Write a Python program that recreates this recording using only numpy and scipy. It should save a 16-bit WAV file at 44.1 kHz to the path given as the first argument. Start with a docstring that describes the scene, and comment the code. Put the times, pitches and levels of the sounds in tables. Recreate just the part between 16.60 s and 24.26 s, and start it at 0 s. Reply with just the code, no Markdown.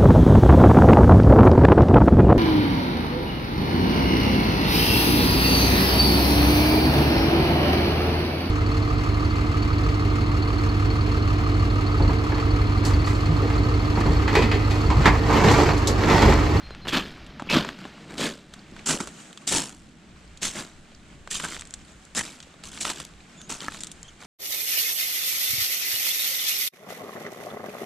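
"""Footsteps on gravel, dogs at a gate

Someone crosses a yard toward dogs that wait behind a gate. Heel and sole press, hold and release:
friction makes stones slip and collide over a dull thud, and loose pebbles click after them.
The dogs give thin, nearly pure whines and a rough squeak; one hollow tap sounds near the end.
Beneath lie a soft outdoor hiss, a low drone and the rumble of wind on a carried microphone."""
import sys
import numpy as np
from scipy import signal
from scipy.fft import rfft, irfft
from scipy.io import wavfile
from scipy.ndimage import uniform_filter1d

SR = 44100
rng = np.random.default_rng(int(sys.argv[2]) if len(sys.argv) > 2 else 0)


def to_wav(sig):
    """Store sig (one row per channel, or 1-D mono) as 16-bit WAV at the path in sys.argv[1].

    Samples outside -1..1 are clipped; the rate is SR.
    """
    pcm = np.clip(np.atleast_2d(sig), -1, 1) * 32767
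    pcm = np.round(pcm).astype(np.int16)
    wavfile.write(sys.argv[1], SR, pcm.T)  # frames by channels


N = 337806

# Levels are relative: each source adds its own gain.
# Each row: time in seconds, then hiss, rustle and drone levels in dB.
BACKGROUND_LEVELS = [(0, -49, -71, -48), (.75, -49, -86, -49), (1.45, -49, -55.5, -48.5),
                     (1.82, -56.5, -61, -50.5), (2.2, -51.5, -56, -48), (2.6, -51.5, -45, -50.5),
                     (3.25, -58.5, -64, -54.5), (3.65, -56, -58, -55.5), (4.4, -56, -57, -52.5),
                     (5.3, -54.5, -51.5, -54), (5.98, -56, -58, -54.5), (6.7, -54, -54.5, -55),
                     (7.15, -54, -50, -51), (7.66, -55, -55, -54)]
# Wind on the microphone, strongest at the outset. Each row: time in seconds, level in dB.
WIND_LEVELS = [(0, -49.5), (.35, -40.5), (.55, -48.5), (.72, -41), (.82, -50.5), (1.3, -58), (2.3, -56),
               (2.7, -65), (3.3, -55.5), (4.15, -54.5), (7.66, -58.5)]
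# Spectra of the air, the rumble and the stones. Each row: frequency in Hz, gain in dB.
HISS_SPECTRUM = [(300, 2), (500, -9.5), (750, -6), (950, -10.5), (1400, -7.5), (3200, -11.5), (5000, -17),
                 (8200, -20), (10400, -41.5), (11200, -56.5), (13800, -57), (14800, -70), (16000, -90)]
RUMBLE_SPECTRUM = [(12, 7), (20, -21), (59, 0.5), (76, -4), (114, -13), (168, -7.5), (216, -9), (291, -15),
                   (313, -13), (380, -20.5), (536, -26.5), (586, -15), (700, -12.5), (910, -52),
                   (1540, -120)]
GRAVEL_SPECTRUM = [(60, -20), (110, 1), (190, 1), (300, -3.5), (500, -5.5), (750, -10), (1300, -8.5),
                   (2100, -15), (3300, -11), (5300, -18.5), (7600, -12), (10400, -25), (11300, -33.5),
                   (13800, -36.5), (15800, -55)]
# Each row: start and length in seconds, pitch in Hz, glide in Hz per second, level in dB,
# octave in dB re the fundamental, waver as a fraction of the pitch.
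DOG_WHINES = [(.022, 0.072, 4200, 600, -51.5, -36, 0.0052), (0.098, 0.048, 4140, -900, -51, -27, 0.014),
              (0.212, .06, 4150, -900, -51, -41, .014), (2.125, 0.12, 4380, 500, -68, -25, .009),
              (6.763, 0.066, 3460, -3000, -56, 1, 0.037), (7.435, 0.04, 3130, -500, -54, -13, 0.03),
              (7.477, 0.023, 3120, -500, -48.5, -3, 0.054)]
# The loudest pebbles. Each row: start in seconds, level in dB, ring in Hz,
# rattle time constant in seconds, ring in dB re the crack.
PEBBLE_IMPACTS = [(0.107, -22, 524, 0.0031, 29), (0.149, -27, 1560, 0.0023, 20),
                  (0.58, -31, 900, 0.003, 15), (0.665, -31.5, 3000, 0.005, 11),
                  (0.797, -16, 640, 0.0087, 31), (0.822, -20, 576, 0.0028, 10),
                  (1.048, -12, 956, 0.0037, 19), (1.09, -16, 1440, 0.0012, 28),
                  (1.253, -19.5, 514, 0.0065, 37), (1.581, -18, 3640, 0.0038, 8),
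                  (1.938, -24.5, 3630, 0.0046, -20), (2.165, -26.5, 1610, 0.0043, 14),
                  (2.193, -30, 2120, 0.0089, 8), (2.263, -28, 6900, 0.0024, 16),
                  (2.403, -15.5, 480, 0.0048, 21), (2.473, -18.5, 540, 0.0075, -23),
                  (2.729, -29.5, 3420, 0.0027, -7), (2.775, -23.5, 3500, 0.0041, 3),
                  (2.971, -7, 6900, 0.0052, 26), (3.094, -26, 7470, 0.0023, 0),
                  (3.774, -30, 6000, 0.0036, 14), (3.823, -24, 4270, 0.0016, 7),
                  (4.675, -21, 1500, 0.0021, 10), (4.712, -14, 7400, 0.0024, 16),
                  (4.754, -14, 2840, 0.003, 6), (4.8, -15.5, 1590, 0.0055, 5),
                  (4.84, -15.5, 1410, 0.0071, 6), (4.851, -19, 1700, 0.0024, 3),
                  (4.923, -22, 1700, 0.0014, 13), (4.946, -22, 2780, 0.0022, 2),
                  (4.966, -21, 1760, 0.0013, 13), (4.995, -23.5, 6860, 0.0039, -5),
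                  (5.01, -21.5, 6880, 0.0037, -2), (5.021, -24.5, 2510, 0.0015, 7),
                  (5.053, -29, 5670, 0.0018, 3), (5.108, -28.5, 6470, 0.0014, 6),
                  (5.073, -32.5, 7400, 0.0016, 11), (5.139, -16.5, 6600, 0.0042, 8),
                  (5.452, -35, 8000, 0.002, 8), (5.55, -20.5, 7100, 0.002, -17),
                  (5.611, -14.5, 1660, 0.004, 18), (5.803, -25.5, 3930, 0.004, 8),
                  (5.827, -28, 4180, 0.0076, 9), (6.038, -23, 4050, 0.0014, -1),
                  (6.175, -21, 2280, 0.0045, 13), (6.252, -8.5, 1320, 0.0022, 2),
                  (6.301, -11, 3750, 0.0082, -33), (6.401, -17.5, 3290, 0.0039, -31),
                  (6.451, -23.5, 9200, 0.0011, 7), (6.816, -28, 6400, 0.0029, -28),
                  (7.005, -19, 3660, 0.0046, 18), (7.121, -26, 1740, 0.0017, 3),
                  (7.146, -21, 1070, 0.0071, -3), (7.206, -19, 6840, 0.012, 20),
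                  (7.235, -14, 7600, 0.0016, 17), (7.245, -23.5, 7780, 0.0061, 2),
                  (7.27, -21.5, 7700, 0.0044, 2), (7.316, -21, 8550, 0.0046, 15),
                  (7.43, -25.5, 7200, 0.0019, 18), (7.625, -30.5, 1180, 0.0016, 6)]
# A heel or sole loads the gravel. Each row: start, rise and hold in seconds, fade in dB per second,
# crunch level in dB, then offsets in dB for coarse stones, fine grit and weight on the ground.
FOOT_PRESSES = [(0.243, .02, 0.012, 291, -41.5, 7, -22, 7), (0.271, 0.014, .006, 448, -26.5, -9, -17, -5),
                (0.317, 0.018, 0.04, 288, -23, -1.5, -20.5, -0.5),
                (0.438, 0.02, 0.017, 200, -44, -3, -19, 5), (0.842, .03, .02, 200, -47.5, 3, -32, 9.5),
                (.895, 0.0058, 0.033, 302, -24.5, -4, -18, -5),
                (0.927, 0.0075, 0.042, 227, -23.5, -0.5, -22, 3),
                (1.058, 0.016, 0.018, 260, -40.5, -0.5, -18, 4),
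                (1.169, .02, 0.025, 152, -48.5, 1.5, -15, 5),
                (1.485, 0.018, 0.044, 148, -49.5, 5.5, -7.5, 9.5),
                (1.567, 0.041, 0.05, 220, -29, -2, -8, 2), (2.257, 0.0074, 0.039, 300, -33, -1, 6.5, -1),
                (2.282, 0.0095, 0.024, 223.5, -29.5, 2, 1, 2.5),
                (2.398, 0.0059, 0.0051, 332, -39.5, 4.5, 3.5, 9),
                (2.868, 0.0081, .018, 295, -29.5, -10, 3.5, -8),
                (2.906, .014, 0.054, 188, -27.5, -2, 1, -0.5),
                (3.815, 0.0096, 0.038, 253, -29.5, -7, 0.5, -7),
                (3.919, 0.055, .022, 222, -37, 0.5, -2.5, 1.5),
                (4.7, 0.013, 0.056, 378, -33.5, -12, 0, -11),
                (4.779, 0.019, .15, 232, -40.5, -3.5, -2.5, -6), (4.83, 0.0067, 0.012, 600, -41.5, 4, 5, 6),
                (5.544, 0.03, 0.015, 380, -30, -2, 3, -2),
                (5.627, 0.012, 0.027, 131, -42, -4.5, -3.5, -2.5),
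                (6.032, 0.0051, 0.047, 397, -46, -3.5, -0.5, -3),
                (6.11, 0.011, 0.064, 200, -46, -4.5, -1.5, -3),
                (6.201, .01, 0.0093, 355, -33.5, -8.5, 3.5, -9),
                (6.245, 0.0031, 0.061, 420, -33.5, -1, -2.5, -5.5),
                (6.337, 0.018, 0.059, 260, -43.5, -5, -3.5, -1.5),
                (6.887, 0.017, .01, 228, -36.5, 0.5, 2.5, -1),
                (6.993, 0.028, 0.024, 198, -41, 0.5, -5, 0.5), (7.099, .02, .05, 139, -45.5, -5.5, -3, -8),
                (7.59, 0.02, 0.065, 200, -49.5, 2, -5, -9)]
# Each row: start in seconds, level in dB.
SHOE_THUDS = [(0.369, -29), (0.821, -24), (0.957, -10.5), (0.969, -10), (1.251, -35), (2.122, -33),
              (2.344, -19), (2.404, -25)]
# Each row: start and length in seconds, ring in Hz, level in dB.
STONE_GRINDS = [(0.882, 0.061, 2510, -28.5), (0.931, 0.055, 1190, -29.5), (1.59, 0.11, 2240, -40),
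                (2.273, 0.083, 2670, -38.5), (4.834, 0.037, 1450, -36), (5.567, 0.054, 1810, -33)]
# Each row: time in seconds, pitch in Hz, level in dB.
SQUEAK_CONTOUR = [(6.772, 7600, -56), (6.79, 7050, -52), (6.81, 6320, -51), (6.845, 6460, -50),
                  (6.87, 7000, -57), (6.885, 6500, -50)]
# The hollow tap: start in seconds, level in dB.
TAP = (7.0834, -19.5)
# Each row: frequency in Hz, level in dB, time to decay by 60 dB in seconds.
TAP_MODES = [(300, -12, .03), (750, -29, 0.011), (1320, 0.5, 0.017), (1700, 0.5, 0.018), (2800, -24, .006),
             (4300, -11, .004), (5550, -10, 0.0048)]
# Stereo width. Each row: frequency in Hz, side gain in dB.
SIDE_SPECTRUM = [(25, -16), (70, -17.5), (200, -23), (500, -16.5), (1000, -12.5), (4000, -15.5), (6000, -9),
                 (8500, -7), (10000, -6), (12000, -5), (15000, -8)]
# The left port is more sensitive in the high treble. 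Each row: frequency in Hz, left in dB re right.
PORT_BALANCE = [(700, 0), (1500, -1.2), (5000, -1), (6300, -2.6), (7500, -1), (8200, 4.5), (8800, 6.5),
                (10000, 2), (11000, 3), (15000, 3)]
# The image starts narrow and opens. Each row: time in seconds, side gain in dB.
STEREO_OPENING = [(0, -32), (1.2, -24), (1.65, -11), (2.2, -1), (2.8, 0)]


def amp(db):
    """Decibels to amplitude ratio."""
    return 10 ** (np.asarray(db) / 20)


def unit(x):
    """Normalises to rms 1."""
    return x / np.sqrt(np.mean(x ** 2) + 1e-20)


def spectrum_at(points, hz):
    """Interpolates a spectrum on a log-frequency axis."""
    f, db = np.transpose(points)
    return np.interp(np.log(hz + 1), np.log(np.abs(f) + 1), db)


def level_curve(points, column=1):
    """Interpolates a level column over the whole scene."""
    return np.interp(np.arange(N) / SR, *np.transpose(points)[[0, column]])


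def add(mix, s, sound):
    """Superposition: mixes a sound in at s seconds."""
    part = mix[..., max(round(s * SR), 0):][..., :sound.shape[-1]]
    part += sound[..., :part.shape[-1]]


def colour(x, points):
    """Minimum-phase filtering shapes the spectrum and keeps attacks sharp."""
    gain_db = np.maximum(spectrum_at(points, abs(np.fft.fftfreq(4096, 1 / SR))), -100)
    response = np.exp(np.conj(signal.hilbert(np.log(amp(gain_db)))))
    taps = np.fft.ifft(response).real[:2048]
    return signal.oaconvolve(x, np.array(taps, ndmin=x.ndim), axes=-1)[..., :x.shape[-1]]


def band(x, lo_hz, hi_hz, order=4):
    """Band-pass filter."""
    return signal.sosfilt(signal.butter(order, [lo_hz, hi_hz], "band", fs=SR, output="sos"), x)


def drift(size, per_s):
    """Random modulation of rms 1, with per_s turning points a second."""
    knots = rng.standard_normal(4096)
    return unit(np.interp(np.arange(size) * per_s / SR, np.arange(len(knots)), knots))


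def steady(x):
    """Division by the running rms evens the level and leaves the grain."""
    power = x[0] ** 2
    return x / np.sqrt(np.abs(uniform_filter1d(power, 1100)) + 1e-4 * power.mean())


def stone_contacts(per_s, spread_db, clump_db, ring_db, sizes=36, decay_cycles=19):
    """Shot noise: each random collision gives a dry crack and the damped ring of one stone size."""
    size = len(per_s)
    t = np.arange(400) / SR
    force = amp(spread_db * np.minimum(rng.exponential(1, size), 4.5) + clump_db * drift(size, 220))
    hits = force * rng.choice([-1, 1], size) * (rng.random(size) < per_s / SR)
    stone = rng.integers(0, sizes, size)
    out = np.zeros((2, size))
    for k, hz in enumerate(np.linspace(700, 15500, sizes)):
        hz += rng.uniform(-250, 250)
        decay = np.exp(-t * (hz / decay_cycles + 330))
        ring = decay * np.sin(2 * np.pi * (hz * t + rng.random((2, 1))))
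        crack = rng.standard_normal((2, len(t))) * np.exp(-t / .00021)
        patch_db = rng.uniform(-1, 1.9)  # each patch of gravel has its own mix of sizes
        contact = amp(ring_db + patch_db) * unit(ring) + unit(crack)
        out += signal.oaconvolve((hits * (stone == k))[None], contact, axes=1)[:, :size]
    return out


def diffuse(x, side_db):
    """A diffuse field is wider than a point source, so its side channel is raised."""
    return unit(x) * amp([[0], [side_db]])


def outdoor_hiss():
    """Broadband noise arrives from all around, with a faint rustle of settling gravel."""
    hiss_db, rustle_db = level_curve(BACKGROUND_LEVELS, 1), level_curve(BACKGROUND_LEVELS, 2)
    settling = unit(stone_contacts(np.full(N, 600.), spread_db=3, clump_db=4.5, ring_db=10.5))
    air = colour(rng.standard_normal((2, N)) + .4 * settling, HISS_SPECTRUM)
    air *= amp(1.1 * drift(N, 28))  # the level flutters
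    hiss = amp(hiss_db - .5) * diffuse(band(air, 417, 5600), 8)
    rustle = amp(rustle_db - 10.5) * diffuse(band(air, 6590, 14400), 3)
    fizz_gain = np.hypot(amp(hiss_db - 30), amp(rustle_db - 28))
    return hiss + rustle + fizz_gain * diffuse(band(air, 10900, 16000, order=6), 3)


def drone(rumble):
    """Amplitude modulation makes a low band of noise waver."""
    level_db = level_curve(BACKGROUND_LEVELS, 3) + 1.7 * drift(N, 12)
    return amp(level_db) * diffuse(band(rumble, 128, 492), 6)


def buffeting(rumble, gust_db=3.5, jolt_db=-16.5, delay_s=.06, width_s=.038):
    """Wind gusts and the jolt of each press shake the microphone; their powers add."""
    t = np.arange(N) / SR
    gusts = amp(level_curve(WIND_LEVELS) + gust_db * drift(N, 14))
    jolts = sum(amp(db + jolt_db) * np.exp(-((t - s - delay_s) / width_s) ** 2)
                for s, _, _, _, db, *_ in FOOT_PRESSES)
    return np.hypot(gusts, jolts) * diffuse(band(rumble, 11.2, 126, order=3), 6)


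def whine(s, length_s, hz, glide_hz_per_s, db, octave_db, waver):
    """A dog's nasal whistle: a fundamental and its second harmonic swell, glide and fade."""
    t = np.arange(0, length_s, 1 / SR)
    pitch = (hz + glide_hz_per_s * (t - length_s / 2)) * (1 + waver * drift(len(t), 450))
    phase = 2 * np.pi * np.cumsum(pitch) / SR
    tone = np.sin(phase) + amp(octave_db) * np.sin(2 * phase)
    swell = np.sin(np.pi * t / length_s) ** .64
    return s, amp(db) * np.sqrt(2) * tone * swell


def pebble(s, db, hz, rattle_s, ring_db):
    """Impact excitation: a crack and a brief rattle drive the stone's resonance."""
    t = np.arange(2600) / SR
    decay = .55 * np.exp(-t / rattle_s) + np.exp(-t / .0004) + .03 * np.exp(-t / .009)
    crack = colour(rng.choice([-1, 1], (2, len(t))) * decay, GRAVEL_SPECTRUM)
    crack = band(crack, .21 * hz + 200, 15500, order=2)
    ring = band(crack, hz / 1.3, hz * 1.3 + 500, order=1)
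    return s, amp(db - 25.5) * unit(unit(crack) + amp(ring_db) * unit(ring))


def footfall(s, rise_s, hold_s, fade_db_per_s, level_db, coarse_db, grit_db, weight_db, length_s=.55):
    """Granular friction: the greater the load, the more stones slip; big ones sound low, grit high."""
    t = np.arange(0, length_s, 1 / SR)
    released_s = np.maximum(t - rise_s - hold_s, 0)
    settling = amp(-26.5 - 53.5 * released_s)  # stones keep shifting after the foot stops
    press = np.clip(t / rise_s, .01, 1) * np.hypot(amp(-fade_db_per_s * released_s), settling)
    crunch_db = level_db + 20 * np.log10(press)
    contacts_per_s = 3500 * amp(.62 * (crunch_db + 31.5))
    stones = unit(stone_contacts(contacts_per_s, spread_db=2.7, clump_db=1, ring_db=-2.5))
    stones = colour(stones + .18 * rng.standard_normal(stones.shape), GRAVEL_SPECTRUM)
    lag_db = -4 * np.exp(-t / .09)  # ground and big stones come in after the first grit
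    ground = amp(weight_db + lag_db - 1.14) * steady(band(stones, 163, 386, order=2))
    coarse = amp(coarse_db + .5 * lag_db - 2.2) * steady(band(stones, 594, 1920))
    middle = amp(-3.02) * steady(band(stones, 2060, 5110))
    grit = amp(grit_db - .5) * steady(band(stones, 5130, 10900))
    dust = amp(.21 * grit_db - 23.5) * steady(band(stones, 11370, 15200))
    fade_out = np.minimum(10 * (1 - t / length_s), 1)
    return s, amp(crunch_db) * (ground + coarse + middle + grit + dust) * fade_out


def stray_pebbles(per_press=2, mean_flight_s=.17, lo_hz=1500, hi_hz=7000):
    """Rows for kicked pebbles, delayed by their time of flight; gritty ground throws brighter ones."""
    rows = []
    for s, *_, grit_db, _ in FOOT_PRESSES:
        for flight, size, tone in rng.random((per_press, 3)):
            hz = lo_hz * (hi_hz / lo_hz) ** (tone * amp(min(grit_db, 0)))
            rows.append((s + mean_flight_s * (.5 + flight), size - 39.5, hz, .0022, 6))
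    return rows


def thud(s, db, hz=245, t60=.018):
    """Heavy damping: packed ground answers the shoe with a few low cycles."""
    t = np.arange(4000) / SR
    push = np.sin(2 * np.pi * hz * t) * amp(-60 * t / t60)
    knock = band(push, 155, 670, order=2)
    return s, amp(db - 1.5) * knock / abs(knock).max()


def grind(s, length_s, hz, db):
    """Stick-slip friction keeps one large stone ringing in a narrow band."""
    size = int(length_s * SR)
    ring = band(rng.standard_normal(size), .9 * hz, 1.1 * hz, order=2)
    return s, amp(db) * unit(ring) * signal.windows.tukey(size, .5)


def squeak(jitter=.0315, detune=.99):
    """A dog's squeak: random frequency modulation roughens two whistles that slide together."""
    s, hz, db = np.transpose(SQUEAK_CONTOUR)
    t = np.arange(s[0], s[-1], 1 / SR)
    pitch = np.interp(t, s, hz)
    phases = [2 * np.pi * np.cumsum(pitch * (1 + jitter * drift(len(t), 910))) / SR for _ in range(2)]
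    tone = .99 * np.sin(phases[0]) + .5 * np.sin(detune * phases[1])
    return s[0], amp(np.interp(t, s, db)) * tone * signal.windows.tukey(len(t), .15)


def hollow_tap():
    """Free vibration: a hollow body, struck once, rings in decaying modes."""
    s, level_db = TAP
    t = np.arange(2000) / SR
    ring = sum(amp(db - 60 * t / t60) * np.sin(2 * np.pi * hz * t) for hz, db, t60 in TAP_MODES)
    return s, amp(level_db + .5) * ring


def echoes(x, wet_db=-23, t60=.3, per_s=2000):
    """Scattering from ground, fence and trees adds faint reflections."""
    t = np.arange(SR // 4) / SR
    taps = rng.standard_normal((2, len(t))) * (rng.random((2, len(t))) < per_s / SR)
    taps *= amp(-60 * t / t60) * (t > .004)
    return x + amp(wet_db) * signal.oaconvolve(x, taps / np.linalg.norm(taps[0]), axes=1)[:, :N]


def microphone_ports(mid, side):
    """Sum and difference give left and right; two close ports differ mostly in the treble."""
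    hz = np.fft.rfftfreq(N, 1 / SR)
    balance = amp(spectrum_at(PORT_BALANCE, hz))
    difference = rfft(colour(side, SIDE_SPECTRUM)) + rfft(mid) * (balance - 1) / (balance + 1)
    fizz = irfft(difference * np.clip((hz - 10500) / 1500, 0, 1), N)  # wide from the start
    side = fizz + (irfft(difference, N) - fizz) * amp(level_curve(STEREO_OPENING))
    return np.array([mid + side, mid - side])


def scene():
    """All sources superpose as mid and side, then reach the microphone."""
    mix = np.zeros((2, N))
    for row in FOOT_PRESSES:
        add(mix, *footfall(*row))
    for row in list(PEBBLE_IMPACTS) + stray_pebbles():
        add(mix, *pebble(*row))
    shoe = [thud(*row) for row in SHOE_THUDS] + [grind(*row) for row in STONE_GRINDS]
    dogs = [whine(*row) for row in DOG_WHINES] + [squeak()]
    for s, sound in shoe + dogs + [hollow_tap()]:
        add(mix[0], s, sound)
    mix = echoes(mix) + outdoor_hiss()
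    rumble = colour(rng.standard_normal((2, N)), RUMBLE_SPECTRUM)
    return microphone_ports(*(mix + drone(rumble) + buffeting(rumble)))


def record(dry, cutoff_hz=15900):
    """Band limiting: a linear-phase low-pass removes the highest treble."""
    taps = signal.firwin(511, cutoff_hz, window=("kaiser", 9), fs=SR)
    return signal.oaconvolve(dry, taps[None], "same")


dry = scene()
out = record(dry)
to_wav(out)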